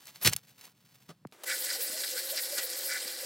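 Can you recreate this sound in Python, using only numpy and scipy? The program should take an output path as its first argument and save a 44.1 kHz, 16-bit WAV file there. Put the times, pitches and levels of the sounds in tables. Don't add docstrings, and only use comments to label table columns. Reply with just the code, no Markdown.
import sys
import numpy as np
from scipy import signal
from scipy.fft import rfft, irfft
from scipy.io import wavfile
from scipy.ndimage import uniform_filter1d

SR = 44100
rng = np.random.default_rng(int(sys.argv[2]) if len(sys.argv) > 2 else 0)


def store_wav(level_fs):
    pcm = np.round(np.clip(np.atleast_2d(level_fs), -1, 1) * 32767)
    wavfile.write(sys.argv[1], SR, pcm.T.astype(np.int16))


N = 143325
T = np.arange(N) / SR
HZ = np.maximum(np.arange(N // 2 + 1) * SR / N, 1)
CUTOFF_HZ = 16000


def from_db(db):
    return 10 ** (np.asarray(db) / 20)


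def rms_one(x):
    return x / np.sqrt(np.mean(x ** 2) + 1e-20)


def curve(rows):
    return from_db(np.interp(T, *np.transpose(rows)))


def response(points):
    hz, db = np.transpose(points)
    return from_db(np.interp(np.log(HZ), np.log(hz), db))


def shaped(gain, source=None):
    if source is None:
        source = rng.standard_normal(N)
    return rms_one(irfft(rfft(source) * gain, N))


def resonances(modes, width_hz):
    return np.sqrt(sum((from_db(db) / (1 + ((HZ - hz) / width_hz) ** 2)) ** 2 for hz, db in modes))


def band(hz, octaves):
    return np.exp(-.5 * (np.log2(HZ / hz) / octaves) ** 2)


def burst(start, hold, t60):
    decays = np.clip((T - start - hold) / t60, 0, 10)
    return (T >= start) * np.exp(-np.log(1000) * decays)


def swells(rows):
    power = 0
    for s, db, width in rows:
        power = power + from_db(db) ** 2 * np.exp(-np.minimum(((T - s) / width) ** 2, 100))
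    return np.sqrt(power)


def grains(per_s, spread_db):
    sizes = from_db(spread_db * np.minimum(rng.exponential(1, N), 4))
    signs = rng.choice([-1, 1], N)
    return sizes * signs * (rng.random(N) < per_s / SR)


def evened(x, size):
    return x / np.sqrt(uniform_filter1d(x * x, size) + 1e-9)


def flicker(rate_hz, depth_db):
    return from_db(depth_db * shaped(1 / (1 + (HZ / rate_hz) ** 2)))


def wavering(x, rate_hz, swing_s):
    delay = swing_s * shaped(np.exp(-(HZ / rate_hz) ** 2))
    return np.interp(T + delay, T, x)


def low_cut(x, hz):
    return signal.sosfilt(signal.butter(2, hz, "high", fs=SR, output="sos"), x)


PATCH_HZ, PATCH_DB, PATCH_LOW_HZ = 16, 2.1, 1495


def patchy(gain, source, count=9):
    place = np.interp(np.log(HZ), np.log([PATCH_LOW_HZ, CUTOFF_HZ]), [0, count - 1])
    spectrum = rfft(source) * gain
    total = 0
    for k in range(count):
        weight = np.maximum(1 - abs(place - k), 0)
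        total = total + flicker(PATCH_HZ, PATCH_DB) * irfft(spectrum * weight, N)
    return rms_one(total)


SNAP_OCTAVES, SNAP_T60_S = 1.46, 0.013


def snaps(rows):
    return sum(from_db(db) * burst(s, 0, SNAP_T60_S) * shaped(band(hz, SNAP_OCTAVES)) for s, db, hz in rows)


# f/Hz, level/dB (relative)
YARD_SPECTRUM = [(30, -38), (135, 3.5), (350, -16), (1000, -25), (16000, -46)]
YARD_DB, YARD_END_S = -68.5, 1.34


def yard():
    return from_db(YARD_DB) * burst(0, YARD_END_S, t60=.2) * shaped(response(YARD_SPECTRUM))


STEP_S, STEP_DB, STEP_HOLD_S, STEP_T60_S = 1.089, -45, 0.015, 0.082
CRUSH_PER_S, CRACKLE_SPREAD_DB = 20000, 4
# f/Hz, level/dB (relative)
SLAT_SPECTRUM = [(90, -12), (161, 8.5), (250, -8.5), (620, -1.5), (1050, -12), (1340, -2.5), (1650, -14),
                 (4500, -16), (9000, -24.5)]


def step():
    grit = shaped(response(SLAT_SPECTRUM), grains(CRUSH_PER_S, CRACKLE_SPREAD_DB))
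    return from_db(STEP_DB) * burst(STEP_S, STEP_HOLD_S, STEP_T60_S) * grit


# t/s, level/dB, width/s
RUSTLE_SWELLS = [(.03, -58, .04), (.082, -47.5, 0.017), (.16, -57, 0.035), (.23, -45, 0.015),
                 (.331, -38, 0.011), (.38, -56, 0.026), (.49, -58.5, 0.038), (.635, -52.5, 0.042),
                 (.94, -63, 0.12)]
# f/Hz, level/dB (relative)
RUSTLE_SPECTRUM = [(100, -7), (700, -1), (4500, 1), (9500, -6), (14000, 0)]
RUSTLE_PER_S = 3900


def rustle():
    level = swells(RUSTLE_SWELLS) * flicker(rate_hz=31, depth_db=2.5)
    return level * shaped(response(RUSTLE_SPECTRUM), grains(RUSTLE_PER_S, CRACKLE_SPREAD_DB))


SLIDE_S, SLIDE_DB, SLIDE_WIDTH_S = 0.2364, -32, 0.0088
# f/Hz, level/dB (relative)
SLIDE_SPECTRUM = [(9000, -10.5), (12000, 4.5), (16000, -9)]


def slide():
    return swells([(SLIDE_S, SLIDE_DB, SLIDE_WIDTH_S)]) * shaped(response(SLIDE_SPECTRUM))


# t/s, level/dB
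CRUSH_LEVEL = [(.2475, -23.5), (.262, -20), (.271, -23), (.275, -17.5), (.282, -24.5), (.296, -36),
               (.34, -80)]
# f/Hz, level/dB (relative)
PAPER_SPECTRUM = [(90, -4), (350, 3), (900, -4), (1600, 2), (4000, 2), (7000, -2)]
# t/s, level/dB, f/Hz (centre)
CREASE_SNAPS = [(0.055, -42, 12200), (0.0705, -38.5, 12100), (0.1584, -39.5, 2480), (.2742, -12.5, 4500),
                (0.296, -26, 9000), (0.3335, -17.5, 4400), (0.3637, -20.5, 7100), (.611, -43.5, 5000),
                (.653, -42, 5230), (.679, -49, 600)]
# f/Hz, level/dB (gain)
CRACKLE_PEAKS = [(2680, -3.5), (4356, 6), (5084, 3.5)]
PEAK_WIDTH_HZ = 110


def paper():
    crackle = shaped(response(PAPER_SPECTRUM), grains(CRUSH_PER_S, CRACKLE_SPREAD_DB))
    crush = curve(CRUSH_LEVEL) * (T > CRUSH_LEVEL[0][0]) * crackle
    crackling = crush + snaps(CREASE_SNAPS)
    coloured = 0
    for hz, db in CRACKLE_PEAKS:
        peak = signal.iirpeak(hz, hz / PEAK_WIDTH_HZ, fs=SR)
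        coloured = coloured + from_db(db) * signal.lfilter(*peak, crackling)
    return crackling + coloured


# t/s, level/dB
THUD_BLOWS = [(0.253, -32), (0.262, -26.5), (0.281, -25.5), (0.311, -38.5), (.352, -42.5)]
# f/Hz, level/dB (added to each blow), t60/s
PALLET_MODES = [(119, 2.5, 0.082), (154.8, -6.5, 0.09)]


def thud():
    total = 0
    for s, db in THUD_BLOWS:
        for hz, mode_db, t60 in PALLET_MODES:
            tone = np.sin(2 * np.pi * hz * (T - s))
            total = total + from_db(db + mode_db) * burst(s, 0, t60) * tone
    return total


def sack():
    return slide() + rustle() + paper() + thud()


BLIP_S, BLIP_DB, BLIP_RISE_S, BLIP_HOLD_S, BLIP_T60_S = 1.2504, -36.5, 0.0007, 0.0086, .042
BLIP_DROP_HZ, BLIP_END_HZ, BLIP_FALL_S = 2440, 104, 0.00177


def blip():
    hz = BLIP_END_HZ + BLIP_DROP_HZ / (1 + np.maximum(T - BLIP_S, 0) / BLIP_FALL_S) ** 2
    tone = np.sin(2 * np.pi * np.cumsum(hz * (T >= BLIP_S)) / SR)
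    rise = np.clip((T - BLIP_S) / BLIP_RISE_S, 0, 1) ** 2
    return from_db(BLIP_DB) * rise * burst(BLIP_S, BLIP_HOLD_S, BLIP_T60_S) * tone


# t/s, level/dB, f/Hz (centre)
TRIGGER_CLICKS = [(1.271, -52, 3500), (1.314, -60, 4600), (1.3235, -46, 1490)]
# t/s, level/dB
VALVE_LEAK = [(1.324, -55.5), (1.375, -61.5), (1.43, -55)]
# f/Hz, level/dB (relative)
LEAK_SPECTRUM = [(110, -21.5), (350, 2), (15000, -17)]
# f/Hz, level/dB (relative)
SPIT_SPECTRUM = [(150, -27), (480, 11.5), (850, -1.5)]
SPIT_S, SPIT_DB, SPIT_HOLD_S, SPIT_T60_S = 1.435, -37.5, 0.01, 0.019


def nozzle():
    leak_gain = response(LEAK_SPECTRUM) * (HZ > LEAK_SPECTRUM[0][0])
    leak = curve(VALVE_LEAK) * (T > VALVE_LEAK[0][0]) * shaped(leak_gain)
    spit = burst(SPIT_S, SPIT_HOLD_S, SPIT_T60_S) * shaped(response(SPIT_SPECTRUM))
    return snaps(TRIGGER_CLICKS) + leak + from_db(SPIT_DB) * spit


# t/s, level/dB
MIST_STEADY = [(1.45, -39.5), (2.98, -42), (3.04, -44)]
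# f/Hz, level/dB (relative)
MIST_SPECTRUM = [(200, -59), (4000, -7), (6500, -2.5), (8200, 2.5), (13600, 2), (16000, -5.5)]
# t/s, level/dB
HISS_FLARES = [(1.61, -35.5), (1.832, -31.5), (2.19, -38), (2.31, -37), (2.425, -36), (2.64, -33.5),
               (2.865, -34)]
MIST_DB, FLARE_WIDTH_S, FLARE_HZ, FLARE_OCTAVES = 2, 0.017, 13200, 0.48


def mist():
    level = from_db(MIST_DB) * curve(MIST_STEADY) * flicker(rate_hz=25, depth_db=1.54)
    flare_level = swells([(s, db, FLARE_WIDTH_S) for s, db in HISS_FLARES])
    flares = flare_level * shaped(band(FLARE_HZ, FLARE_OCTAVES))
    hiss = level * patchy(response(MIST_SPECTRUM), rng.standard_normal(N))
    return hiss + flares, level * shaped(response(MIST_SPECTRUM))


# t/s, width/s, drumming level/dB, splashing level/dB
JET_SWEEPS = [(1.512, 0.029, -34.5, -34.5), (1.66, 0.025, -70, -37.5), (1.701, 0.021, -40.5, -42),
              (1.752, 0.012, -47, -39), (2.0, 0.017, -74, -39), (2.045, 0.0075, -40.5, -38),
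              (2.178, 0.014, -44, -36), (2.388, 0.011, -42, -33), (2.59, 0.016, -40, -34.5),
              (2.92, 0.023, -36.5, -41), (2.963, 0.015, -36, -40)]
# f/Hz, level/dB (relative)
SPLASH_SPECTRUM = [(100, -41), (270, -19), (750, -11), (1100, -18), (1550, -8.5), (2000, -3.5),
                   (2500, -7.5), (3500, -4), (4200, 2), (5100, 3), (6300, -7.5), (8200, -1.5),
                   (10000, -20.5)]
SPLASH_DB, DROPS_PER_S, SPATTER_SPREAD_DB = -40.5, 7000, 3.5


def splash():
    swept = swells([(s, db, width) for s, width, _, db in JET_SWEEPS])
    level = np.hypot(from_db(SPLASH_DB), swept) * flicker(rate_hz=45, depth_db=1.86)
    spatter = patchy(response(SPLASH_SPECTRUM), grains(DROPS_PER_S, SPATTER_SPREAD_DB))
    return level * spatter, level * shaped(response(SPLASH_SPECTRUM))


# f/Hz, level/dB (relative)
WALL_MODES = [(1495, -1), (1720, -1.5), (1990, 0), (2290, -4.5)]
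WALL_WIDTH_HZ, WALL_STEADY_DB = 74, -54.5


def wall():
    swept = swells([(s, db, width) for s, width, db, _ in JET_SWEEPS])
    level = np.hypot(from_db(WALL_STEADY_DB), swept)
    return level * evened(shaped(resonances(WALL_MODES, WALL_WIDTH_HZ)), size=900)


# f/Hz, level/dB (relative)
HOLLOW_MODES = [(353, -4), (530, 6.5)]
HOLLOW_WIDTH_HZ, HOLLOW_DB = 32, -53


def hollow():
    hum = shaped(resonances(HOLLOW_MODES, HOLLOW_WIDTH_HZ))
    return from_db(HOLLOW_DB) * wavering(hum, rate_hz=5, swing_s=.0012)


# t/s, level/dB, f/Hz
HOLLOW_GLUGS = [(1.792, -46.5, 460), (1.951, -47, 630), (2.153, -46.5, 514), (2.331, -42.5, 585),
                (2.54, -42, 554), (2.643, -46, 510), (2.808, -47.5, 540), (3.24, -47, 535)]
GLUG_WIDTH_S, GLUG_OCTAVES = 0.015, 0.1


def glugs():
    total = 0
    for s, db, hz in HOLLOW_GLUGS:
        tone = evened(shaped(band(hz, GLUG_OCTAVES)), size=1200)
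        total = total + swells([(s, db, GLUG_WIDTH_S)]) * tone
    return total


PLOP_TIMES = [1.896, 1.93, 3.054]
PLOP_DB, PLOP_HZ, PLOP_T60_S = -46, 265, .05


def plops():
    tones = sum(burst(s, 0, PLOP_T60_S) * np.sin(2 * np.pi * PLOP_HZ * (T - s)) for s in PLOP_TIMES)
    return from_db(PLOP_DB) * tones


DRUM_ECHO_DB, DRUM_T60_S = -8, 0.022


def in_drum(x, count=40):
    delays = rng.uniform(.002, .03, count)
    gains = from_db(-60 * delays / DRUM_T60_S) * rng.choice([-1, 1], count)
    gains = from_db(DRUM_ECHO_DB) * gains / np.sqrt(np.sum(gains ** 2))
    echoes = sum(g * np.pad(x, (int(s * SR), 0))[:N] for s, g in zip(delays, gains))
    return (x + echoes) / np.hypot(1, from_db(DRUM_ECHO_DB))


OPEN_S, OPEN_RISE_S, SPREAD_DB = 1.447, 0.03, -30.5


def spray():
    mist_middle, mist_side = mist()
    splash_middle, splash_side = splash()
    middle = in_drum(mist_middle + splash_middle) + wall() + hollow() + glugs() + plops()
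    side = from_db(SPREAD_DB) * (mist_side + splash_side)
    opening = np.clip((T - OPEN_S) / OPEN_RISE_S, 0, 1)
    return opening * (middle + side * np.array([[1], [-1]]))


SACK_LAG_S, WATER_LOW_CUT_HZ = .000018, 180


def scene():
    near = rfft(sack() + step())
    turn = np.pi * HZ * SACK_LAG_S
    placed = np.array([irfft(near * np.exp(1j * turn * side), N) for side in (1, -1)])
    water = low_cut(nozzle() + spray(), WATER_LOW_CUT_HZ)
    return placed + blip() + water + yard()


# f/Hz, side level/dB (gain)
SIDE_RESPONSE = [(800, 0), (2200, -20), (4200, 0.5)]
LOW_CUT_HZ = 84


def record(dry):
    side = irfft(rfft((dry[0] - dry[1]) / 2) * response(SIDE_RESPONSE), N)
    stereo = dry.mean(axis=0) + side * np.array([[1], [-1]])
    thinned = low_cut(stereo, LOW_CUT_HZ)
    return signal.sosfilt(signal.ellip(12, .1, 75, CUTOFF_HZ, fs=SR, output="sos"), thinned)


dry = scene()
out = record(dry)
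store_wav(out)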